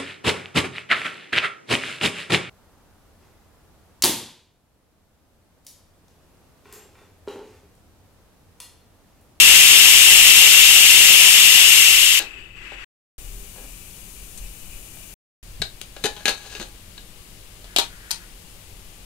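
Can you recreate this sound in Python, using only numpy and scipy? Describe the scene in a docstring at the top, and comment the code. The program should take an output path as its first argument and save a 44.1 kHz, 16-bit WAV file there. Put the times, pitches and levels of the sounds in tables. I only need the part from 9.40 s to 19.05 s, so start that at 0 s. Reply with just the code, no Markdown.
"""A loud hissing roar comes first: steam tears through a pressure cooker's weighted valve and overloads the
left microphone, until the weight drops shut with a knock and leaves a thin, whistling leak. The sound then
breaks off, and resumes with the pot fizzing faintly as its last pressure seeps out. It breaks off again, and
resumes as the metal lid is unlatched, knocked and scraped out through the rim, ringing, then set down on the
counter. It is all heard from close by in a small tiled kitchen."""
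import sys
import numpy as np
from scipy import signal
from scipy.fft import rfft, irfft, next_fast_len
from scipy.io import wavfile

SR = 44100
rng = np.random.default_rng(int(sys.argv[2]) if len(sys.argv) > 2 else 0)


def transcribe(u):
    """Save the signal u as a 16-bit wav file named by the first command-line argument.

    u: samples, shape (n,) or (channels, n), limited to [-1, 1]; the rate is SR.
    q: integer samples, one column per channel.
    """
    v = np.clip(np.atleast_2d(u).T, -1, 1)
    q = np.round(v * 32767).astype(np.int16)
    wavfile.write(sys.argv[1], SR, q)


N = 425559
TIME = np.arange(N) / SR


def from_db(db):
    """Turns decibels into a number to multiply a sound by."""
    return 10 ** (np.asarray(db) / 20)


def at_hz(rows, hz):
    """Reads a table's columns between its rows, on a scale of octaves."""
    points, *columns = np.transpose(rows)
    return np.array([np.interp(np.log(hz + 1), np.log(points), c) for c in columns])


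def band(x, hz, kind="band", order=2):
    """Keeps a band of frequencies, or just the lows or highs."""
    sections = signal.butter(order, np.clip(hz, 10, SR / 2 - 500), kind, fs=SR, output="sos")
    return signal.sosfilt(sections, x + 1e-18)


def resonate(x, hz, width):
    """A resonance: passes sound near one pitch and weakens the rest."""
    r = np.exp(-np.pi * width / SR)
    feedback = [1, -2 * r * np.cos(2 * np.pi * hz / SR), r * r]
    return signal.lfilter([(1 - r * r) / 2, 0, (r * r - 1) / 2], feedback, x + 1e-18)


def ring(x, hz, t60):
    """Each push starts a pure tone that fades by 60 dB in t60 seconds."""
    r, w = from_db(-60 / (t60 * SR)), 2 * np.pi * hz / SR
    return signal.lfilter([0, np.sin(w)], [1, -2 * r * np.cos(w), r * r], x + 1e-18)


def drift(rate):
    """A random wobble of typical size 1, with `rate` new values a second."""
    knots = rng.standard_normal(int(rate * N / SR) + 2)
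    wobble = np.interp(TIME * rate, np.arange(len(knots)), knots)
    return wobble / wobble.std()


def envelope(start, attack_s, end, t60):
    """Rises from the start, holds to the end, then dies away."""
    return np.clip((TIME - start) / attack_s, 0, 1) * from_db(-60 * np.maximum(TIME - end, 0) / t60)


def swelling(rows, steady_db):
    """A steady level with smooth swells on top."""
    swells = sum(from_db(db) * np.exp(-((TIME - s) / width) ** 2) for s, width, db in rows)
    return from_db(steady_db) + swells


def standing_waves(hz, ripple_db=2.0, spacing_hz=22, lowest_hz=250):
    """Echoes off the tiles boost some pitches and weaken others at each microphone (in dB)."""
    knots = rng.standard_normal((2, 4096))
    ripple = np.array([np.interp(hz / spacing_hz, np.arange(len(k)), k) for k in knots])
    return ripple_db * hz / (hz + lowest_hz) * ripple


def noise(spectrum, stereo, resonances=()):
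    """Rushing noise at two microphones; resonances lift it mostly on the left, facing the valve."""
    size = next_fast_len(N)
    hz = np.fft.rfftfreq(size, 1 / SR)
    left, unrelated = rfft(rng.standard_normal((2, size))) * np.sqrt(SR / 2)
    alike, phase = at_hz(stereo, hz)
    alike = np.clip(alike, 0, 1)
    right = alike * np.exp(1j * phase) * left + np.sqrt(1 - alike ** 2) * unrelated
    lift_db = sum(db / (1 + (2 * (hz - centre) / width) ** 2) for centre, width, db in resonances)
    gain = from_db(at_hz(spectrum, hz) + lift_db * np.array([[1], [.15]]) + standing_waves(hz))
    return irfft(gain * np.array([left, right]), size)[:, :N]


# the kitchen's steady hush: f/Hz, left level/dB per Hz, right level/dB per Hz
HUSH = [(60, -81, -77.5), (102, -68, -71.5), (134, -79, -79.5), (180, -73.5, -76.5), (231, -81.5, -84),
        (368, -84, -82), (690, -85.5, -89), (1100, -88.5, -92), (1600, -88.5, -91.5), (2800, -82.5, -93),
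        (4200, -86.5, -95), (6300, -87.5, -99), (9700, -85.5, -104), (16000, -93, -106)]
# how alike room sound is on both sides: f/Hz, likeness/0-1, right side's lead/rad
ROOM_STEREO = [(40, .93, 0.0019), (200, 1, 0.003), (600, 0.44, 0.0045), (1500, 0, 0), (12000, .05, 0.00099)]
def room_hush():
    """The soft background noise of the kitchen."""
    return noise(HUSH, ROOM_STEREO)


# deep background noise: f/Hz, left level/dB per Hz, right level/dB per Hz
RUMBLE = [(15, -58, -67), (28, -65, -68), (39, -56, -57.5), (54.7, -67.5, -64.5), (87, -77, -77),
          (200, -105, -105)]
# moments when it swells: t/s, half width/s, level/dB
RUMBLE_SWELLS = [(3.9, 0.18, 3.5), (5.05, 0.078, 2.5), (5.34, .08, 3), (6.13, .08, -2)]
def rumble():
    """A low rumble that swells now and then."""
    return swelling(RUMBLE_SWELLS, steady_db=-3.0) * noise(RUMBLE, ROOM_STEREO)


def hum(hz=400, level_db=-53):
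    """A faint tone comes and goes once in the background."""
    fade = envelope(start=3.86, attack_s=0.096, end=4.05, t60=0.13)
    return from_db(level_db) * fade * np.sin(2 * np.pi * hz * TIME)


def kitchen_echo(x, t60=0.2, treble_cut_hz=10600):
    """A blur of quick echoes off the tiles, different at each microphone."""
    t = np.arange(SR // 2) / SR
    tail = band(rng.standard_normal((2, len(t))), treble_cut_hz, "low", order=1)
    tail *= from_db(-60 * t / t60) * (t > .004)
    tail /= np.sqrt(np.sum(tail ** 2, axis=1, keepdims=True))
    return signal.fftconvolve(x[None], tail, axes=1)[:, :N]


# the resting pot's fizz and its vent's note: f/Hz, left level/dB per Hz, right level/dB per Hz
FIZZ = [(200, -79, -87), (500, -93, -99), (1000, -107, -100), (1550, -96, -99), (2000, -113, -109),
        (3000, -105, -92), (4700, -94.5, -104), (6350, -82, -102), (9500, -80.5, -108), (12000, -82, -107),
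        (16000, -86, -106)]
SINGING = [(1500, -115, -120), (2160, -99, -106), (2330, -75, -87), (2710, -85, -96), (2870, -74.5, -97),
           (3250, -99, -106), (4500, -115, -120)]
# moments when the note swells: t/s, half width/s, level/dB
SINGING_SWELLS = [(4.35, 0.48, -12), (5.45, 0.25, -6)]
# resonances of the weight sitting on the vent: f/Hz, width/Hz, boost/dB
SHUT_VALVE = [(1480, 55, -3), (2010, 38, 12), (2600, 63, 11.5), (2930, 50, 6), (3600, 70, 8),
              (4640, 200, 9), (6010, 110, 12), (8410, 120, 10)]
def resting_pot(waver_db=2.0):
    """The last pressure seeps out as a fine fizz and a faint, wavering note in the weight."""
    singing = swelling(SINGING_SWELLS, steady_db=-8) * from_db(waver_db * drift(25))
    return noise(FIZZ, ROOM_STEREO) + singing * noise(SINGING, ROOM_STEREO, SHUT_VALVE)


# the heavy pot rocks on the counter: t/s, f/Hz, level/dB
THUMPS = [(6.2, 95, -24), (6.208, 167, -27), (6.219, 118, -37), (6.64, 168, -31), (6.646, 397, -16.5),
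          (6.88, 224, -38), (7.197, 218, -30.5), (8.385, 388, -25.5)]
def thumps():
    """Low swings of the full pot that die away quickly."""
    return sum(from_db(db) * ring(np.arange(N) == int(s * SR), hz, t60=0.078) for s, hz, db in THUMPS)


# the lid is dragged along the rim, later nudged over the counter:
# start t/s, end t/s, starting level/dB, growth/dB per s, lowest f/Hz, highest f/Hz
DRAGS = [(6.532, 7.224, -52, 23.5, 350, 7500), (8.26, 8.85, -30.5, 2, 1400, 2000)]
def scrape(rough_db=3.0):
    """The lid sticks and slips under a push that builds until it comes free."""
    force = 0
    for start, end, db, growth, low_hz, high_hz in DRAGS:
        dragged_s = np.clip(TIME, start, end) - start
        push = from_db(db + growth * dragged_s) * envelope(start, attack_s=0.014, end=end, t60=0.18)
        friction = rng.standard_normal(N) * from_db(rough_db * drift(170))
        force = force + push * band(friction, [low_hz, high_hz])
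    return force


# knocks on the cooker: t/s, thud level/dB, clank level/dB, tick level/dB, rattle length/s,
# rattle level against the knock/dB, pitch of the spot struck f/Hz
KNOCKS = [(2.798, -31.5, -23, -42, 0.027, -7.5, 810), (3.319, -34, -48, -60, .003, -17, 600),
          (4.16, -42.5, -55, -70, 0.096, -7, 250), (4.975, -47, -44, -30, 0.014, -9, 8500),
          (5.57, -43, -49, -55, .01, -17, 650), (6.2182, -27.5, -18.5, -24.5, 0.0062, -5, 4170),
          (6.414, -47, -31, -25.5, .005, -15, 10000), (6.565, -32, -32, -43, 0.0055, -12, 550),
          (6.639, -23, -18.5, -20.5, 0.029, -4.5, 399), (6.765, -35, -35.5, -48, .018, -10.5, 3300),
          (6.8066, -44, -41, -58, .016, -11, 1640), (6.8554, -24.5, -11.5, -15, 0.033, -17, 2880),
          (6.881, -25, -11.5, -18, 0.012, -8.5, 545), (6.893, -22, -17, -16, 0.017, -11, 4200),
          (7.151, -32, -28, -43, 0.021, -13, 2600), (7.198, -30.5, -31.5, -34, .02, -5.5, 333),
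          (7.2262, -39, -32.5, -35, .005, -14, 3600), (7.5782, -45, -34.5, -48, .004, -15, 3940),
          (8.243, -42, -35.5, -49, .012, -10, 1000), (8.3623, -18.5, -5.5, -12.5, 0.012, -12, 2800),
          (8.3851, -12.5, -4, -11, 0.016, -12, 810), (8.7078, -45, -19, -22, 0.0065, -4, 4530),
          (8.713, -37, -17.5, -12, 0.0039, -8, 4600)]
def knocks(crack=0.32, crack_s=0.00062, clatter_t60=0.025, rattle_t60=0.019,
           rattles_per_s=495, uneven_db=3.5, spot_db=3, spot_q=11):
    """Each knock is a sharp crack, a brief clatter and an uneven rattle."""
    bands_hz = (213, 1000), (1130, 5260), (5470, 12400)   # thud, clank, tick
    t = np.arange(SR // 4) / SR
    force = np.zeros((3, N + len(t)))
    strike = from_db(-60 * t / clatter_t60) + crack * np.exp(-t / crack_s)
    for s, thud_db, clank_db, tick_db, rattle_s, rattle_db, spot_hz in KNOCKS:
        jitter = np.interp(t * rattles_per_s, np.arange(len(t)), rng.standard_normal(len(t)))
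        touches = from_db(uneven_db * jitter)
        touches /= np.sqrt(np.mean(touches ** 2))
        rattle = touches * from_db(rattle_db - 60 * np.maximum(t - rattle_s, 0) / rattle_t60)
        clatter = rng.standard_normal((3, len(t))) * np.maximum(strike, rattle)
        clatter += from_db(spot_db) * resonate(clatter, spot_hz, spot_hz / spot_q)
        start = int(s * SR)
        force[:, start:start + len(t)] += from_db([[thud_db], [clank_db], [tick_db]]) * clatter
    # the square root makes up for the power each filter removes
    return sum(band(f[:N], hz) * np.sqrt(SR / 2 / (hz[1] - hz[0])) for f, hz in zip(force, bands_hz))


def shell(force, resonances, bed_db):
    """Struck metal: broad resonances over a bed of tones too crowded to tell apart."""
    peaks = sum(from_db(db) * resonate(force, hz, width) for hz, width, db in resonances)
    return from_db(bed_db) * force + peaks


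# dull resonances of the pot with its lid in, and of the lid on the counter: f/Hz, width/Hz, level/dB
POT = [(393, 120, -8.5), (514, 30, -7), (800, 92, -5.5), (1660, 78, 6.5), (2600, 240, -1.5),
       (2970, 370, -5.5), (3850, 620, 1.5), (4140, 390, -5.5), (6290, 250, 3), (7110, 350, -2)]
LID_ON_COUNTER = [(380, 52, -3), (705, 83, -4), (905, 98, 0), (1500, 700, -23), (2730, 850, -13),
                  (3620, 670, -3.5), (3960, 470, -4), (4680, 240, -12), (5560, 770, -15),
                  (6800, 2000, -7.5), (10900, 8000, -6.5)]
# the lid's ringing tones: f/Hz, relative level/dB, time to fade by 60 dB/s
LID_TONES = [(834, -26, 0.48), (1173, -38, .5), (1665, -35.5, 0.502), (1725, -34, 0.45), (2280, -34, 0.41),
             (2540, -28, .45), (3100, -35.5, 0.37), (3860, -28, .45), (4060, -48, 0.2), (4110, -33.5, .45),
             (4400, -29, .6), (4764, -41, 0.443), (6240, -28, .4), (6860, -34, .45), (7070, -32, .45)]
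def pot_and_lid(loose_s=6.5, clear_s=7.9, ring_db=-32.5, damped_db=-18,
                echo_db=-7.5, right_lead_s=0.00027, right_db=0.5, right_cut_hz=1530):
    """Knocked and scraped, the lid rings out while loose in the pot, less when clamped or laid down."""
    force = knocks() + scrape()
    in_pot = TIME < clear_s
    hanging = in_pot & (TIME > loose_s)
    clanks = shell(force * in_pot, POT, bed_db=-4) + shell(force * ~in_pot, LID_ON_COUNTER, bed_db=-11)
    drive = force * from_db(ring_db + damped_db * ~hanging)
    ringing = sum(from_db(db) * ring(drive, hz, t60) for hz, db, t60 in LID_TONES)
    direct = clanks + thumps() + ringing
    left_echo, right_echo = from_db(echo_db) * kitchen_echo(direct)
    early = np.interp(TIME + right_lead_s * ~in_pot, TIME, direct)   # the lid is laid down to the right
    muffled = band(0.75 * early + right_echo, right_cut_hz, "low", order=1)   # this side faces away
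    return np.array([direct + left_echo, from_db(right_db) * muffled])


DROP_S, SHUT_S = 2.792, 0.0056   # when the weight drops, and how long it takes to shut
# the leak's two sounds: f/Hz, left level/dB per Hz, right level/dB per Hz
LEAK_WHISTLE = [(200, -86, -85), (357, -75, -79.5), (600, -88, -89), (1500, -80, -85), (2180, -77.5, -86),
                (2750, -66.5, -84), (3050, -75, -91.5), (3900, -90.5, -102), (6400, -100, -106),
                (7600, -85.5, -102), (9200, -108, -110), (11500, -100, -106), (16000, -115, -115)]
LEAK_HISS = [(300, -86, -106), (600, -96.5, -91.5), (1200, -76.5, -81), (1600, -69, -76),
             (2200, -66.5, -79), (3300, -77, -85), (4500, -84.5, -100), (6500, -91, -99), (8000, -90, -99),
             (10000, -101, -101), (16000, -110, -110)]
def leak(whistle_db=5, hiss_db=-4, return_s=3.153, rise_s=0.092, return_db=-3, waver_db=1.2):
    """Steam whistles and hisses past the dropped weight, fades, and comes back as pressure returns."""
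    comeback = from_db(return_db) * np.clip((TIME - return_s) / rise_s, 0, 1)
    whistle = from_db(whistle_db) * envelope(DROP_S, SHUT_S, DROP_S, t60=1.85) + comeback
    hiss = from_db(hiss_db) * envelope(DROP_S, SHUT_S, DROP_S, t60=0.57) + comeback
    waver = from_db(waver_db * drift(30))
    whistling = whistle * noise(LEAK_WHISTLE, ROOM_STEREO, SHUT_VALVE)
    return waver * (whistling + hiss * noise(LEAK_HISS, ROOM_STEREO))


# the steam's roar: f/Hz, left level/dB per Hz, right level/dB per Hz
JET = [(40.2, -66.5, -75.5), (140, -74, -80), (350, -71.5, -73.5), (650, -74, -77.5), (1050, -64.5, -67),
       (1570, -58.5, -66.5), (2160, -47.5, -61.5), (3104, -39.5, -56), (4200, -50, -54),
       (7500, -49.5, -53.5), (9800, -56, -54), (11500, -51, -55), (13700, -57, -56.5),
       (16030, -60.5, -65.5)]
# how alike the roar is on both sides: f/Hz, likeness/0-1, right side's lead/rad
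JET_STEREO = [(50, .6, -2), (703, 0.3, -0.3), (2200, 1, 0.47), (2800, 0.91, 2), (3600, 0.1, 3),
              (5100, 0.5, 4), (7500, 0.1, 5), (9400, 0.6, 10.5), (10800, .5, 10.5), (12200, 1, 14),
              (15000, .2, 16)]
# resonances of the blowing vent and its hollow weight: f/Hz, width/Hz, boost/dB
OPEN_VALVE = [(2000, 70, 3), (2210, 100, 3.5), (2754, 240, 8.5), (3000, 230, 2), (5400, 40, 5.5),
              (6000, 45, 0.5), (6310, 35, 5), (6310, 47, 2), (6960, 79, 9), (7480, 81, 8.5),
              (7735, 60, 0.5), (8000, 45, 7), (8520, 85, 13), (8830, 55, 3.5), (9350, 96, 7.5),
              (9900, 100, 3), (11600, 370, 1.5)]
def steam_jet(start_db=1.52, sag_db_per_s=0.62, droop_db=5.5, droop_s=0.22,
              cut_db=14, t60=0.23, flutter_db=0.3, treble_hz=10000, treble_follows=0.12):
    """Steam tears out under the lifted weight, which wobbles, sinks and drops shut."""
    open_s = np.minimum(TIME, DROP_S)
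    closed_s = TIME - open_s
    blowing_db = start_db - sag_db_per_s * open_s   # the pressure falls
    blowing_db -= droop_db * np.exp((open_s - DROP_S) / droop_s)   # the weight sinks
    shut_db = cut_db * np.minimum(closed_s / SHUT_S, 1) + 60 * closed_s / t60
    roar = noise(JET, JET_STEREO, OPEN_VALVE)
    treble = band(roar, treble_hz, "high", order=1)
    roar = roar + (from_db(treble_follows * blowing_db) - 1) * treble   # a weaker jet is duller
    return from_db(blowing_db - shut_db + flutter_db * drift(45)) * roar


# the three stretches of sound, with silence between: start t/s, end t/s
STRETCHES = [(0, 3.445), (3.781, 5.74), (6.028, 9.66)]
def scene():
    """The cooker blows off, rests and is opened, over the kitchen's background."""
    blowing, resting, opening = [(TIME >= start) & (TIME < end) for start, end in STRETCHES]
    low_rumble, hush = rumble(), room_hush()
    dull_hush = from_db(-5) * band(hush, 900, "low", order=1)
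    return (blowing * (steam_jet() + leak() + dull_hush)
            + resting * (resting_pot() + hum() + hush)
            + opening * hush
            + (blowing | resting | opening) * (low_rumble + pot_and_lid()))


def record(dry, ceiling=0.88, hardness=4.0, cutoff_hz=15680):
    """Overload rounds off the loudest peaks, and the highest treble is cut."""
    rounded = dry / (1 + np.abs(dry / ceiling) ** hardness) ** (1 / hardness)
    return signal.sosfilt(signal.ellip(12, .1, 80, cutoff_hz, fs=SR, output="sos"), rounded)


dry = scene()
out = record(dry)
transcribe(out)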